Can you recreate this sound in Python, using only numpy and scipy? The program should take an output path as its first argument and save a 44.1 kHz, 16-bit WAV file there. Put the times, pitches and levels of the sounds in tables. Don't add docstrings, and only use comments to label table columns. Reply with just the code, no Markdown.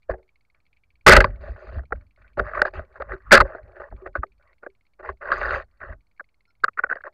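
import sys
import numpy as np
from scipy import signal
from scipy.fft import rfft, irfft
from scipy.io import wavfile
from scipy.ndimage import uniform_filter1d

SR = 44100
rng = np.random.default_rng(int(sys.argv[2]) if len(sys.argv) > 2 else 0)


def store_wav(level_fs):
    pcm = np.round(np.clip(np.atleast_2d(level_fs), -1, 1) * 32767)
    wavfile.write(sys.argv[1], SR, pcm.T.astype(np.int16))


def invert_db(level):
    return 10 ** (np.asarray(level, dtype=float) / 20)


N = 314641

# f/Hz, width/Hz, level/dB
HOLLOW_MODES = [(377, 22, -3), (460, 45, -8), (540, 32, -3), (590, 55, -1), (655, 55, -5), (820, 70, -10)]
WALL_MODES = [(1100, 170, 1), (1230.4, 170, 2), (1480, 170, 4), (1744.4, 290, -1.5), (1946.8, 170, -0.5),
              (2404, 520, -20), (2750, 88, -23)]
EDGE_MODES = [(2300, 300, 9), (2680, 280, 8), (3200, 350, -6), (3750, 280, -2), (4250, 300, 0),
              (4720, 280, 0), (6400, 600, -15), (8700, 400, -35)]
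# f/Hz, width/Hz, level/dB
THUD_MODES = [(125, 47, 0.0019), (223.53, 96, 0.0055)]

# start t/s, length/s, first level/dB, last level/dB, hollow above wall/dB
PALM_STROKES = [(.548, 0.0606, -70.5, -83, -6.5), (1.252, 0.02, -31.5, -50, -2),
                (1.27, 0.0379, -52, -54.5, 3.5), (1.31, .09, -64, -61, 4), (1.79, 0.06, -56, -80, 5),
                (1.94, .12, -59.5, -77.5, -0.5), (2.178, 0.1403, -58.5, -67.5, -6),
                (2.654, 0.0287, -30, -38, 0.5), (2.69, 0.0395, -62.5, -67.5, 3.5),
                (2.738, 0.0487, -36, -38, 1.5), (2.795, 0.0748, -43, -71.5, 1.5),
                (2.88, 0.0675, -70, -59, 1.5), (5.318, 0.065, -31, -33, -4), (5.385, .03, -36, -33, -3),
                (5.415, .04, -33, -32, -3), (5.457, 0.09, -32, -28, -4), (5.55, .075, -27.5, -43, -4.5),
                (5.686, 0.116, -78, -76, -5.5)]
FINGER_STROKES = [(.089, .006, -56, -48, -4), (.102, 0.0155, -37, -37, -6), (.12, 0.1564, -59, -97, 18),
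                  (2.374, 0.0233, -41.5, -25.5, -3), (2.405, 0.0354, -46, -50, 0),
                  (2.448, 0.0843, -39, -42.5, -4), (2.548, 0.0347, -29, -31, -7),
                  (2.595, 0.0188, -36, -39.5, 5), (2.625, 0.0193, -35, -46.5, 5.5),
                  (3.07, 0.0218, -54, -55.5, 2), (3.15, 0.086, -57, -67, -10),
                  (2.958, 0.0213, -40, -48, -5.5), (3.005, 0.0593, -39.5, -59, 0),
                  (3.095, 0.0483, -42.5, -36, -2), (3.22, 0.089, -72, -46, -16),
                  (3.42, .03, -48, -51.5, -3), (3.454, 0.1303, -43, -49.5, 6),
                  (3.595, .14, -64.5, -60.5, 8), (3.75, 0.038, -57, -51, 3), (3.802, 0.0846, -41, -57, 3.5),
                  (3.914, .015, -57, -60, 5), (3.94, 0.112, -72, -60, 9), (4.146, .009, -56, -42, -8),
                  (4.224, .009, -58, -44, -8), (4.062, 0.00806, -36, -34, 0), (4.4, 0.135, -70, -69, 0),
                  (4.628, .032, -52, -56, 4), (4.996, 0.01225, -44, -46.5, 4.5),
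                  (5.03, 0.0743, -44, -35.5, 0.5), (4.16, .02, -27, -45.5, -6),
                  (5.805, 0.128, -45.5, -45.5, -3.5)]
THUMB_STROKES = [(5.213, 0.1, -40, -32, -3), (6.781, 0.011, -39, -26, -15), (6.83, .008, -58, -42, -10),
                 (6.895, 0.0348, -37, -32, -8), (6.956, 0.062, -56, -67, -3), (7.053, 0.01, -40, -40, -5),
                 (7.066, 0.011, -39, -36, -5)]
SLEEVE_STROKES = [(1.408, .075, -51, -49, 4), (1.485, .065, -51, -58, 5), (1.56, .14, -56, -49, 4),
                  (1.715, .072, -51, -49, 4)]
PALM_GRIT_DB, FINGER_GRIT_DB, THUMB_GRIT_DB, SLEEVE_GRIT_DB = -18, -26.5, -32, -11
GRIT_GROWTH = .15
LAND_DB_PER_S, LIFT_DB_PER_S, HOLLOW_LIFT_DB_PER_S = 4000, 1500, 800

# t/s, peak level/dB, hollow above peak/dB, ring f/Hz
NAIL_TAPS = [(1.8347, -49, 1, 1347), (2.396, -10.5, -7.5, 1350), (2.618, -.5, -13.5, 1480),
             (3.001, -37.5, 10, 1310), (3.021, -21.5, -7, 1240), (5.3183, -6, -16.5, 1607),
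             (5.3244, -11, -23, 1235), (5.4306, -17, -17, 1626), (5.5079, -15, -18.5, 1454),
             (5.547, -18, -17, 1498), (6.6455, -9, -25, 1250), (6.9561, -30, -2.5, 1850)]
TIP_TAPS = [(.0975, -20, -4, 567.6), (.1114, -26, -4.5, 1766), (1.924, -15, -4.5, 1364),
            (2.4947, -27, -23, 1572), (2.5157, -31, -18.5, 1650), (2.593, -18.5, -20, 1460),
            (2.6524, -13.5, -7, 1631), (3.1078, -30, -10.5, 1700), (3.1358, -28.5, -7, 1550),
            (5.8145, -30, -15, 1501), (5.848, -35, -12, 1700), (5.926, -34, -12.5, 1150),
            (3.584, -39, -13.5, 1600), (3.818, -32, -5, 1352), (3.9224, -49, 15, 1287),
            (4.1545, -14, -11, 1464), (4.6334, -34.5, -4, 1427), (5.0489, -30.5, -8.5, 1400),
            (5.0908, -17, -11.5, 1100), (6.1975, -26, -23.5, 1621), (6.2052, -27, -14.5, 1497),
            (6.638, -10, -14, 1426), (6.6604, -38, -10, 1400), (6.8997, -25, -12.5, 1518),
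            (6.9127, -13.5, -15.5, 1453), (6.9262, -12.5, -15, 1592), (6.9844, -38.5, -10.5, 1540),
            (7.0394, -28, -12, 1516)]
PAD_TAPS = [(.1381, -35, 2.5, 1707), (1.9076, -45.5, 6, 1276), (2.5356, -19.5, -12, 1256),
            (2.575, -14.5, -11, 1190), (3.5493, -28.5, 3.5, 1442), (4.0602, -31, 1.5, 1256),
            (4.2338, -15, -11, 1223), (4.6643, -27.5, -1, 1604), (6.6822, -13, -28, 1281),
            (6.775, -21.5, -20, 1352), (6.7915, -11.5, -22, 1450), (6.8384, -9, -14.5, 1493),
            (6.8655, -31.5, -12.5, 1410), (6.9688, -29, -22, 1650), (7.007, -37, -19, 1639),
            (6.855, -42, -5.5, 1400)]
SKIN_CATCHES = [(5.256, -25, -10, 1570), (5.274, -24, -10, 1490), (5.304, -20, -10, 1150),
                (5.3295, -17, -18, 1400), (5.42, -23, -14, 1680), (5.4365, -17, -14, 1500),
                (5.447, -19, -14, 1450), (5.465, -20, -12, 1370), (5.483, -20, -12, 1380),
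                (5.493, -19, -14, 1570), (5.521, -19, -14, 1400), (5.534, -17, -14, 1310),
                (5.6, -27, -10, 1180)]
# edge above peak/dB, press time/ms
NAIL_TOUCH, TIP_TOUCH, PAD_TOUCH = (-20.5, 0.939), (-38, 1.042), (-48, 1.3)
CATCH_TOUCH = (-30, 1.1)

# t/s, level/dB, held/s, time
# to lose 60 dB/s, hollow above level/dB
KNOCK_BLOWS = [(1.0644, 11, 0.03334, 0.0244, -9), (1.104, 1, 0.0089, 0.065, -12),
               (1.1195, 8, 0.0161, 0.03, -10), (1.141, -8, 0.0034, .03, -10), (1.15, -4, 0.0115, .04, -5),
               (1.1645, 7, 0.00534, .025, -9), (1.174, -12, 0.012, 0.029, 2.5),
               (1.2035, -1.5, 0.00182, .03, -10), (1.243, -5, 0.00095, .016, -9.5),
               (1.214, -20, 0.0105, 0.09, -4), (2.372, -38, 0.0368, 0.069, 17.5),
               (3.31, -10, .002, 0.02, -18), (3.3176, 1, 0.002, 0.009, -8), (3.3222, 8.5, 0.0105, .02, -2),
               (3.337, 6, 0.0061, 0.029, -9), (3.3494, 5, 0.0089, 0.02, -19.5),
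               (3.363, -4, 0.0037, 0.028, -13), (3.372, -1, 0.00667, 0.0118, -13.5),
               (3.383, -18, 0.0132, 0.037, -2.5), (3.4022, -8, 0.006, .02, -10),
               (3.411, -6.5, 0.005, .014, -10)]
# t/s, f/Hz
GRIP_PATHS = [
    [(1.064, 1299), (1.078, 1149), (1.086, 1655), (1.105, 1591), (1.115, 1845), (1.126, 1506),
     (1.146, 1751), (1.17, 1300), (1.21, 1650)],
    [(1.243, 1100), (3.31, 1744), (3.33, 1526), (3.345, 1400), (3.355, 1677), (3.38, 1603), (3.402, 1199),
     (3.42, 1244)],
]
# t/s, peak level/dB, f/Hz, time to lose 60 dB/s
AIR_HUMS = [(.1, -30, 454.8, 0.195), (.1, -35.5, 373.2, 0.253), (1.925, -28, 610, 0.0689),
            (2.622, -21.5, 599, 0.106), (3.003, -26.5, 551.3, 0.0866), (3.133, -28, 379.9, 0.108),
            (3.548, -35, 559.3, .08), (3.925, -47, 380, .2), (4.02, -41.5, 380.2, 0.211),
            (4.158, -39, 366.6, 0.165), (4.236, -39, 389.5, 0.1145), (4.666, -33, 388.3, 0.095),
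            (5.092, -33, 390.2, 0.0997), (6.957, -38, 558, 0.094)]
# t/s, peak level/dB, f/Hz, length/s
HARD_SNAPS = [(.0975, -15, 560, .0026), (3.4045, -1, 1240, .002), (3.4092, -1.5, 1370, .0018),
              (6.6433, .3, 1420, .0011)]
# t/s, level/dB, f/Hz, time to lose 60 dB/s
TINY_PING = (6.644, -54, 11000, .02)
# start t/s, length/s, level/dB, f/Hz
LIGHT_RASPS = [(3.25, .065, -50, 1230), (3.745, .055, -51, 1600), (3.965, .085, -60, 1150),
               (4.41, .12, -68, 1150), (4.46, .085, -67, 2000)]
RASP_WIDTH_HZ = 170

# widest swing t/s, level/dB, time to gain 60 dB/s, time to lose 60 dB/s, swing f/Hz
MOUNT_JOLTS = [(.108, -24.5, 0.04, 0.15, 54.74), (1.074, -13, 0.0268, .5, 74), (1.11, -13, 0.06, .5, 40),
               (1.186, -14, .14, 0.4253, 45), (1.5, -32.5, 0.7647, 0.28, 60), (1.682, -37, 0.12, .2, 53.97),
               (1.776, -25.5, 0.18, 0.2272, 68), (1.935, -32.5, 0.09, 0.3443, 51.92),
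               (2.2, -54, 0.1, 1.12, 46), (2.415, -28.5, 0.1277, 0.26, 50.2), (2.599, -35, 0.26, 0.24, 43),
               (2.787, -29.5, 0.19, 0.1744, 39.99), (3.02, -47, 0.37, 0.63, 63),
               (3.157, -34, 0.43, 0.01, 50.99), (3.34, -29.5, .25, .5, 44.93),
               (3.435, -18.5, 0.2947, 0.1265, 41.07), (3.655, -43, 0.21, 0.28, 49),
               (3.8, -49.5, 0.04, 0.33, 55), (3.935, -33, 0.0929, 0.2655, 49),
               (4.09, -43, 0.13, 0.2, 53.03), (4.195, -23, 0.0574, 0.0774, 53.87),
               (5.03, -54, 0.18, 0.08, 50), (5.11, -36.5, 0.1335, 0.1431, 66.03),
               (5.4, -35, 0.4239, 0.62, 37), (5.46, -32.5, 0.3273, 0.28, 49.97),
               (5.55, -31.5, 0.44, 0.23, 67), (5.832, -37.5, 0.06, 0.19, 49.99),
               (5.91, -33.5, 0.19, 0.2131, 43), (6.645, -58, 0.23, 0.34, 100), (6.86, -61.5, .5, 1, 65),
               (4.32, -57, .2, .35, 50)]
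# t/s, level/dB
CURRENT_TUG = [(0, -72), (.8, -72), (1, -67), (2.1, -72), (4.3, -68), (4.82, -70), (4.86, -78), (4.98, -78),
               (5.7, -70), (6.0, -71), (6.3, -74), (6.59, -75), (7.14, -77.5)]

# t/s, level/dB
INSECT_TICKS = [(.032, -62.5), (.183, -72.5), (.231, -64.5), (.2924, -61.5), (.3594, -60), (.4107, -66.5),
                (.452, -67.5), (.5023, -62), (.5487, -62.5), (.6042, -68), (.6671, -62), (.7317, -62.5),
                (.7714, -61.5), (.8381, -61.5), (.9059, -62.5), (.957, -63.5), (1.0123, -64), (6.0092, -67),
                (6.07, -73), (6.115, -67), (6.166, -72), (6.178, -63), (5.128, -70), (6.2443, -62.5),
                (6.2909, -65), (6.3451, -67.5), (6.4087, -62.5), (6.4553, -62), (6.5077, -65.5),
                (6.5543, -68), (6.604, -68.5), (6.7356, -64), (7.0195, -63), (7.1284, -71.5),
                (1.3072, -59), (1.3606, -57), (1.413, -61), (1.4584, -58), (1.5068, -60), (1.5666, -60),
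              (1.62, -61), (1.856, -60), (1.9612, -62), (2.0116, -61), (2.068, -70), (2.1104, -66),
              (2.1633, -62), (2.2216, -62), (2.2805, -61), (2.3339, -66), (4.3217, -63), (4.3816, -73),
              (4.427, -64), (4.4773, -64), (4.5322, -60), (4.5841, -65), (4.7028, -64), (4.7522, -66),
              (4.8116, -65), (4.8545, -70), (4.9373, -66), (4.868, -67), (3.632, -64), (3.68, -66),
              (3.721, -66), (3.762, -64), (3.906, -67), (3.966, -63), (4.021, -67), (4.131, -68),
              (4.269, -65), (.0235, -70), (.281, -70), (.6555, -71), (.7665, -72)]
# first t/s, last t/s, gap/s, level/dB
TICK_RUNS = [(2.703, 2.94, .073, -62), (3.181, 3.24, .046, -67), (5.172, 5.2, .055, -64.5),
             (5.644, 5.8, .066, -75)]
TICK_SLOP_S, TICK_SPREAD_DB = .004, 3
# t/s, length/s, level/dB, f/Hz
FAR_SQUEAK = (6.47, .05, -66, 1400)
# f/Hz, level/dB per Hz
WASH_SPECTRUM = [(20, -93), (65, -106), (120, -104), (210, -108), (400, -114), (1300, -115), (2900, -133),
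                 (4200, -129), (16000, -137)]

OFFSET, LOPSIDED = .0005, .045


def evened(x):
    return x / np.sqrt(np.mean(x ** 2) + 1e-30)


def peaked(x):
    return x / (abs(x).max() + 1e-30)


def add(mix, s, sound):
    part = mix[round(s * SR):][:len(sound)]
    part += sound[:len(part)]


def dulled(x, hz=5200):
    return signal.sosfilt(signal.butter(6, min(hz, 9000), fs=SR, output="sos"), x)


def resonate(x, hz, width):
    pole = np.exp((2j * np.pi * hz - np.pi * 1.55 * width) / SR)
    for _ in range(2):
        x = signal.lfilter([1 - abs(pole)], [1, -pole], x)
    return 2 * x.real


def ring(x, modes):
    return sum((-1) ** k * invert_db(db) * resonate(x, hz, width) for k, (hz, width, db) in enumerate(modes))


def wandering(x, modes, lumpy_db):
    coarse = rng.standard_normal((len(modes), len(x) // 50 + 1))
    coarse = uniform_filter1d(uniform_filter1d(coarse, size=10), size=10)
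    lumps = uniform_filter1d(np.repeat(coarse, 50, axis=1)[:, :len(x)], size=50)
    out = np.zeros(len(x))
    for k, (mode, lump) in enumerate(zip(modes, lumps)):
        out += (-1) ** k * invert_db(lumpy_db * evened(lump)) * ring(x, [mode])
    return out


def sliding(x, hz, width):
    turn = np.exp(2j * np.pi * np.cumsum(hz) / SR)
    r = np.exp(-np.pi * width / SR)
    return 2 * (turn * signal.lfilter([(1 - r) ** 2], [1, -2 * r, r * r], x / turn)).real


def slips(size, per_s, spread_db, smooth):
    draw = rng.random((size, 2))
    strength = invert_db(spread_db * np.minimum(-np.log(draw[:, 0] + 1e-12), 4))
    slip = strength * (draw[:, 1] < per_s / SR)
    burst = signal.lfilter([1], [1, -.97], slip)
    return rng.standard_normal(size) * (smooth + evened(burst))


def rubs():
    drive = dulled(slips(N, per_s=300, spread_db=-1.0, smooth=0.7), 6100)
    wall = evened(dulled(wandering(drive, WALL_MODES, lumpy_db=3.5), 2800))
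    hollow = evened(dulled(wandering(drive, HOLLOW_MODES, lumpy_db=3.5), 2800))
    hiss = dulled(slips(N, per_s=470, spread_db=2.5, smooth=2.5), 8800)
    edge = evened(wandering(hiss, EDGE_MODES, lumpy_db=4.0))
    out = np.zeros(N)
    for strokes, grit_db in ((PALM_STROKES, PALM_GRIT_DB), (FINGER_STROKES, FINGER_GRIT_DB),
                             (THUMB_STROKES, THUMB_GRIT_DB), (SLEEVE_STROKES, SLEEVE_GRIT_DB)):
        for s, length, first_db, last_db, hollow_db in strokes:
            span = slice(round((s - .04) * SR), round((s + length + .1) * SR))
            t = np.arange(N)[span] / SR - s
            level_db = np.interp(t, [0, length], [first_db, last_db]) + LAND_DB_PER_S * np.minimum(t, 0)
            lifted = np.maximum(t - length, 0)
            grit = invert_db(grit_db + GRIT_GROWTH * (level_db + 32)) * edge[span]
            out[span] += invert_db(level_db - LIFT_DB_PER_S * lifted) * (wall[span] + grit)
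            out[span] += invert_db(level_db + hollow_db - HOLLOW_LIFT_DB_PER_S * lifted) * hollow[span]
    return out


def tap(db, hollow_db, hz, edge_db, press_ms):
    t = np.arange(4000) / SR - .01
    held_hollow = [(f, 2.233 * width, d) for f, width, d in HOLLOW_MODES[1:]]
    held_wall = [(f, 1.345 * width, d) for f, width, d in WALL_MODES]
    u = np.maximum(t, 0) / (max(press_ms, .3) / 1000)
    press = u ** 2 * np.exp(-u)
    scuff = invert_db(-27) * np.exp(-abs(t - .002) / np.where(t < .002, .0026, .0035))
    push = dulled(rng.standard_normal(len(t)) * (press + scuff))
    patch = peaked(resonate(press * np.sin(2 * np.pi * hz * t), hz, 420))
    wall = peaked(patch + 0.846 * peaked(ring(push, held_wall)))
    hollow = invert_db(hollow_db) * peaked(ring(push, held_hollow))
    thud = invert_db(-34.5) * peaked(ring(push, THUD_MODES))
    edge = peaked(ring(push * np.exp(-abs(t) / 0.0029), EDGE_MODES[1:]))
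    return invert_db(db) * (dulled(wall + hollow + thud, 2350) + invert_db(edge_db) * edge)


def taps():
    out = np.zeros(N)
    for rows, (edge_db, press_ms) in ((NAIL_TAPS, NAIL_TOUCH), (TIP_TAPS, TIP_TOUCH),
                                      (PAD_TAPS, PAD_TOUCH), (SKIN_CATCHES, CATCH_TOUCH)):
        for s, db, hollow_db, hz in rows:
            add(out, s - .0115 - press_ms / 1000, tap(db, hollow_db, hz, edge_db, press_ms))
    return out


def knocks():
    out, t, grip = np.zeros(N), np.arange(9000) / SR, np.vstack(GRIP_PATHS).T
    for s, db, held, t60, hollow_db in KNOCK_BLOWS:
        force = invert_db(-60 * np.maximum(t - held, 0) / t60) * np.minimum(t / 0.00046, 1)
        chatter = dulled(force * slips(len(t), per_s=1900, spread_db=0.5, smooth=0.72))
        patch = peaked(sliding(chatter, np.interp(s + t, *grip), width=340))
        bright = peaked(ring(chatter, [(1980, 200, 3), (2650, 400, -7)]))
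        bright_db = -9 - 6 * (s > 3)
        wall = peaked(patch + .75 * peaked(ring(chatter, WALL_MODES)) + invert_db(bright_db) * bright)
        hollow = peaked(ring(chatter, HOLLOW_MODES)) + invert_db(-10) * peaked(ring(chatter, THUD_MODES))
        edge = peaked(ring(chatter, EDGE_MODES[2:]))
        add(out, s - .001, invert_db(db + 1.2) * (wall + invert_db(hollow_db - 0.75) * hollow + invert_db(-21) * edge))
    return out


def hums():
    out, t = np.zeros(N), np.arange(9000) / SR
    for s, db, hz, t60 in AIR_HUMS:
        tremble = evened(resonate(rng.standard_normal(len(t)), hz, 60))
        tone = np.sin(2 * np.pi * hz * t) + 0.41 * tremble
        add(out, s, invert_db(db - 60 * t / t60) * np.minimum(t / 0.0032, 1) * tone)
    return out


def snaps():
    out, t = np.zeros(N), np.arange(-600, 600) / SR
    for s, db, hz, length in HARD_SNAPS:
        add(out, s + t[0], invert_db(db) * np.exp(-(t / length) ** 2) * np.cos(2 * np.pi * hz * t))
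    s, db, hz, t60 = TINY_PING
    t = t[t >= 0]
    add(out, s, invert_db(db - 60 * t / t60) * np.sin(2 * np.pi * hz * t))
    return out


def rasps():
    out = np.zeros(N)
    for s, length, db, hz in LIGHT_RASPS:
        grit = rng.standard_normal(8000)
        scrape = evened(resonate(grit, hz, RASP_WIDTH_HZ))[:round(length * SR)]
        add(out, s, invert_db(db) * signal.windows.tukey(len(scrape), .6) * scrape)
    return out


def sway():
    t = np.arange(0, N, 20) / SR
    level_db, swing = np.full(len(t), -95.), np.zeros(len(t))
    for s, db, rise, fall, hz in MOUNT_JOLTS:
        jolt_db = uniform_filter1d(db - 60 * np.maximum((s - t) / rise, (t - s) / fall), size=20)
        swing += invert_db(jolt_db + 1) * np.sin(2 * np.pi * (hz * t + rng.random()))
        level_db = np.maximum(level_db, jolt_db)
    rest_db = np.interp(t, *np.transpose(CURRENT_TUG))
    level_db, swing, rest_db = (np.interp(np.arange(N) / SR, t, v) for v in (level_db, swing, rest_db))
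    shake, stir = rng.standard_normal((2, N))
    rumble = invert_db(level_db - 3) * evened(ring(shake, [(42, 20, 0), (66.8, 25, -1), (90.5, 30, -4)]))
    thump = invert_db(.9 * level_db - 23) * evened(ring(stir, THUD_MODES))
    tug = invert_db(rest_db) * evened(ring(stir, [(43, 15, 0), (85.01, 40, -11)]))
    return swing + rumble + thump + tug


def insects():
    runs = np.array([(s, db) for first, last, gap, db in TICK_RUNS for s in np.arange(first, last, gap)])
    runs = runs + rng.standard_normal(runs.shape) * (TICK_SLOP_S, TICK_SPREAD_DB)
    out, t = np.zeros(N), np.arange(1500) / SR
    for s, db in np.vstack([INSECT_TICKS, runs]):
        bend, grit = rng.standard_normal(), rng.standard_normal(len(t))
        tone = peaked(t * np.exp(-t / .0013)) * np.sin(2 * np.pi * 2230 * (1 + .025 * bend) * t)
        overtone = peaked(t * np.exp(-t / .0025)) * evened(resonate(grit, 4400, 220))
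        overtone *= invert_db(-82 - db)
        tail = invert_db(-13 + 3 * bend) * np.exp(-t / .009) * evened(resonate(grit, 2350, 450))
        click = invert_db(-13) * np.exp(-t / .002) * evened(dulled(grit, 4600))
        add(out, s - .002, invert_db(db + 4) * (tone + overtone + tail + click))
    s, length, db, hz = FAR_SQUEAK
    t = np.arange(round(length * SR)) / SR
    flutter = signal.windows.tukey(len(t), .4) * (.6 + .4 * np.cos(2 * np.pi * 90 * t))
    voice = np.sin(2 * np.pi * hz * t) + .3 * np.sin(6 * np.pi * hz * t) + .3 * np.sin(2 * np.pi * 5300 * t)
    add(out, s, invert_db(db) * flutter * voice)
    return out


def river_wash():
    hz, db = np.transpose(WASH_SPECTRUM)
    shape = invert_db(np.interp(np.log(np.fft.rfftfreq(N, 1 / SR) + 1), np.log(hz), db))
    return irfft(rfft(rng.standard_normal(N)) * shape, N) * np.sqrt(SR / 2)


def scene():
    touches = rubs() + taps() + hums() + rasps()
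    touches = signal.sosfilt(signal.butter(2, 185, "high", fs=SR, output="sos"), touches)
    return (touches + knocks() + snaps() + sway() + insects() + river_wash())[None]


def band_limit(x):
    return signal.sosfilt(signal.butter(12, 16640, fs=SR, output="sos"), x)


def record(dry):
    limit, knee = .69, 14.0
    x = dry / (1 + abs(dry / limit) ** knee) ** (1 / knee)
    x = x + OFFSET + LOPSIDED * uniform_filter1d(abs(x), size=2000, axis=1)
    treble_cut = signal.firwin(255, 15700, window=("kaiser", 8), fs=SR)
    x = signal.oaconvolve(x, treble_cut[None], "same")
    return band_limit(x)


dry = scene()
out = record(dry)
store_wav(out)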